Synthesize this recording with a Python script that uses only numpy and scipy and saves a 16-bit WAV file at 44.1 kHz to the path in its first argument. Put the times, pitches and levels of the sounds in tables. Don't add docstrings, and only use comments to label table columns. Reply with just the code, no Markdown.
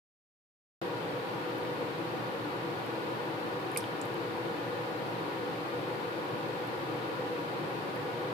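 import sys
import numpy as np
from scipy import signal
from scipy.fft import rfft, irfft
from scipy.io import wavfile

SR = 44100
rng = np.random.default_rng(int(sys.argv[2]) if len(sys.argv) > 2 else 0)


def to_wav(sig):
    pcm = np.clip(np.atleast_2d(sig), -1, 1) * 32767
    pcm = np.round(pcm).astype(np.int16)
    wavfile.write(sys.argv[1], SR, pcm.T)


N = 367353

# (frequency [Hz], density [dB/Hz])
AIR_SPECTRUM = [(25, -105.1), (60, -101.5), (85, -85.5), (110, -79), (220, -77.5), (450, -72), (650, -78.5),
                (950, -70), (1600, -76.5), (2800, -82), (4500, -88.5), (6300, -100.6), (9000, -102.2),
                (14400, -101.0)]
# (frequency [Hz], boost left and cut right [dB])
AIR_BALANCE = [(100, 1), (280, 4), (600, 1.5), (1500, 0.1), (3500, 2.5), (4500, 3), (6300, -2),
               (9000, -0.3), (12000, 0.7)]
# (frequency [Hz], correlation before clipping [-])
AIR_CORRELATION = [(30, .2), (80, 0.85), (180, 0.93), (260, -1.2), (450, 0.55), (700, 0.46), (1100, -0.29),
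                   (3000, 0.011)]
# (centre [Hz], width [Hz], relative density [dB], left-right [dB], left phase lead [rad])
ROOM_RESONANCES = [(109, 9, -68.5, 1, -0.1), (117, 4, -66, 0, -0.1), (144, 13, -64.8, 0, -0.1),
                   (157, 7, -66, -1, -0.1), (168, 6, -67, -5, -0.2), (189, 11, -67.6, -1, 0.0),
                   (226, 17, -68.8, 9, 1.3), (251, 7, -72, 0, 0.0), (270, 12, -68.3, 8, 0.5),
                   (297, 11, -60.3, 1, 0.0), (328, 10, -59.2, 7, 0.1), (344, 12, -62, 8, 0.1),
                   (367, 13, -64.5, 1, 0.1), (389, 7, -60, 1, -0.1), (403, 6, -67.5, 0, 0.0),
                   (424, 11, -65.5, -2, -0.1), (438, 6, -63.8, -1, -0.1), (462, 9, -62, 4, 0.6),
                   (488, 20, -57.7, 1, -0.0), (509, 5, -61.5, 0, 0.0), (532, 34, -65.2, -7, 1.3),
                   (555, 9, -63.5, 9, -0.6), (588, 9, -69, -6, 0.0), (624, 27, -74.2, 12, 0.8),
                   (682, 38, -72.6, -5, 0.0), (758, 24, -66.7, -2, 0.1), (791, 13, -66.9, -4, 0.3),
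                   (836, 24, -67.4, 4, -1.0), (873, 44, -70.4, 3, 2.6), (950, 26, -67.6, 2, 0.1),
                   (1008, 9, -65.6, 0, 2.4), (1078, 14, -72, -3, 1.5), (1115, 11, -69.9, -8, -1.2),
                   (1139, 14, -71.5, 9, -1.5), (1223, 13, -70.3, 9, -1.9), (1380, 7, -72.2, 7, 2.8),
                   (1468, 31, -68.6, 1, 2.3), (1744, 16, -76.2, -3, -1.6), (1825, 6, -75.0, 4, -0.2),
                   (2241, 28, -80.9, -5, -1.3)]
# (multiple of shaft rate [-], rms level [dB], left-right [dB])
SHAFT_HARMONICS = [(3, -57, 0), (4, -57.5, -6), (5, -62.5, -6), (7, -58, -1), (8, -60.5, 13)]
# (multiple of mains frequency [-], rms level [dB], left-right [dB])
MAINS_HARMONICS = [(2, -54, 0.5), (6, -58.5, 1)]
# (frequency [Hz], left rms [dB], right rms [dB])
WHINE_TONES = [(11310, -81, -100), (13534, -92, -90)]
TICK_TIMES_S = [1.5834, 2.8634, 4.1433, 6.6743, 7.9603]
# (time [s], peak level [dB], pitch [Hz])
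BUBBLES = [(3.7172, -41, 10200), (3.7618, -26.5, 2270), (3.7632, -27.5, 2480), (3.806, -38, 5360),
           (3.8410, -31.5, 3080)]
# (time [s], peak rms [dB], left-right [dB], spectrum frequency scale [-])
SURFACE_SLAPS = [(3.7480, -46, -2, 1.27), (3.7618, -49, 0, 0.8), (3.773, -38, -7, 0.55),
                 (3.773, -26.5, -3, 1.01), (3.7740, -24, -4, 0.995), (3.777, -31.5, -5, 0.908),
                 (3.778, -42, -2, 0.55), (4.0142, -49, 0, 0.62), (4.0146, -38.5, 0, 0.85),
                 (4.0540, -48, 0, 1.26)]
# (frequency [Hz], relative level [dB])
SLAP_SPECTRUM = [(1000, -45), (3500, -16), (5000, -10), (6500, -13), (8100, -11), (8500, 4), (10700, -1),
                 (11500, -7), (13600, -9), (15000, -28)]


def amp(db):
    return 10 ** (np.asarray(db) / 20)


def curve_at(points, hz):
    points_hz, values = np.transpose(points)
    return np.interp(np.log(hz + 1), np.log(points_hz + 1), values)


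def pan(balance_db):
    return amp([[balance_db / 2], [-balance_db / 2]])


def add(mix, time_s, sound):
    part = mix[:, round(time_s * SR):][:, :sound.shape[1]]
    part += sound[:, :part.shape[1]]


def noise_bins(size):
    return (rng.standard_normal(size) + 1j * rng.standard_normal(size)) * np.sqrt(N * SR) / 2


def envelope(t, rise_s, t60_s):
    shape = (1 - np.exp(-t / rise_s)) * amp(-60 * t / t60_s)
    return shape / shape.max()


def ring(hz, t60_s, rise_s, glide=0):
    t = np.arange(SR // 20) / SR
    pitch_hz = hz * (1 + glide * np.minimum(t / t60_s, 1))
    return envelope(t, rise_s, t60_s) * np.sin(2 * np.pi * np.cumsum(pitch_hz) / SR)


def harmonics(base_hz, table, waver):
    t = np.arange(N) / SR
    drift = np.interp(t, np.arange(10), rng.standard_normal(10))
    turns = np.cumsum(base_hz * (1 + waver * drift)) / SR
    return sum(np.sqrt(2) * amp(db) * pan(balance_db) * np.sin(2 * np.pi * (order * turns + rng.random()))
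               for order, db, balance_db in table)


def air_rush(ripple_db=2.5, ripple_step_hz=22):
    hz = np.fft.rfftfreq(N, 1 / SR)
    correlation = np.clip(curve_at(AIR_CORRELATION, hz), -1, 1)
    lean = amp(curve_at(AIR_BALANCE, hz))
    left = noise_bins(len(hz))
    right = correlation * left + np.sqrt(1 - correlation ** 2) * noise_bins(len(hz))
    knots = rng.standard_normal((2, SR // 10))
    ripple = np.array([np.interp(hz / ripple_step_hz, np.arange(len(row)), row) for row in knots])
    ripple *= curve_at([(600, 0), (1200, 1), (4000, 1), (6500, 0)], hz)
    gain = amp(curve_at(AIR_SPECTRUM, hz) + ripple_db * ripple)
    return irfft(np.array([left * lean, right / lean]) * gain, N)


def room_hum(gain_db=-0.37):
    hz = np.fft.rfftfreq(N, 1 / SR)[:N // 12]
    bins = np.zeros((2, len(hz)), complex)
    for centre_hz, width_hz, db, balance_db, lead_rad in ROOM_RESONANCES:
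        detuning = 2 * (hz - centre_hz) / width_hz
        resonance = amp(db + gain_db) / (1 + (np.sqrt(2) - 1) * detuning ** 2)
        sides = pan(balance_db) * np.array([[np.exp(1j * lead_rad)], [1]])
        bins += sides * resonance * noise_bins(len(hz))
    return irfft(bins, N)


def fan_tones(shaft_hz=41.82, mains_hz=60):
    shaft = harmonics(shaft_hz, SHAFT_HARMONICS, waver=0.0015)
    motor = harmonics(mains_hz, MAINS_HARMONICS, waver=0)
    return shaft + motor


def camera_whine():
    t = np.arange(N) / SR
    return sum(np.sqrt(2) * amp([[left_db], [right_db]]) * np.sin(2 * np.pi * hz * t)
               for hz, left_db, right_db in WHINE_TONES)


def camera_ticks(left_db=-33, right_db=-55):
    out = np.zeros((2, N))
    tick = amp([[left_db], [right_db]]) * ring(hz=12000, t60_s=0.0007, rise_s=0.0001)
    for time_s in TICK_TIMES_S:
        add(out, time_s, tick)
    return out


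def bubbles(t60_at_1khz_s=0.017, damping_exponent=0.74):
    out = np.zeros((2, N))
    for time_s, db, pitch_hz in BUBBLES:
        t60_s = t60_at_1khz_s * (1000 / pitch_hz) ** damping_exponent
        add(out, time_s, amp(db) * ring(pitch_hz, t60_s, rise_s=0.00015, glide=0.06)[None])
    return out


def splash():
    out = np.zeros((2, N))
    t = np.arange(2048) / SR
    hz = np.fft.rfftfreq(len(t), 1 / SR)
    burst = envelope(t, rise_s=0.00038, t60_s=0.009)
    for time_s, db, balance_db, brightness in SURFACE_SLAPS:
        shared, *per_side = rng.standard_normal((3, len(t)))
        noise = shared + 2 * np.array(per_side)
        spray = irfft(rfft(noise) * amp(curve_at(SLAP_SPECTRUM, hz / brightness)))
        add(out, time_s, amp(db) * pan(balance_db) * burst * spray / spray.std())
    return out


def echoes(sound, t60_s, level_db, delay_s):
    t = np.arange(SR // 2) / SR
    taps = rng.standard_normal((2, len(t))) * (t > delay_s) * amp(-60 * t / t60_s)
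    taps /= np.linalg.norm(taps, axis=1, keepdims=True)
    return amp(level_db) * signal.fftconvolve(sound, taps, axes=1)[:, :N]


def scene():
    water = bubbles() + splash()
    tank = echoes(water, t60_s=0.078, level_db=-6.5, delay_s=0.003)
    room = echoes(water, t60_s=0.45, level_db=-19, delay_s=0.0098)
    ventilation = air_rush() + room_hum() + fan_tones()
    return ventilation + camera_whine() + camera_ticks() + water + tank + room


def record(dry, start_s=0.8148, cutoff_hz=14650):
    gated = dry * (np.arange(N) >= start_s * SR)
    lowpass = signal.firwin(511, cutoff_hz, window=("kaiser", 9), fs=SR)
    return signal.oaconvolve(gated, lowpass[None], "same")


dry = scene()
out = record(dry)
to_wav(out)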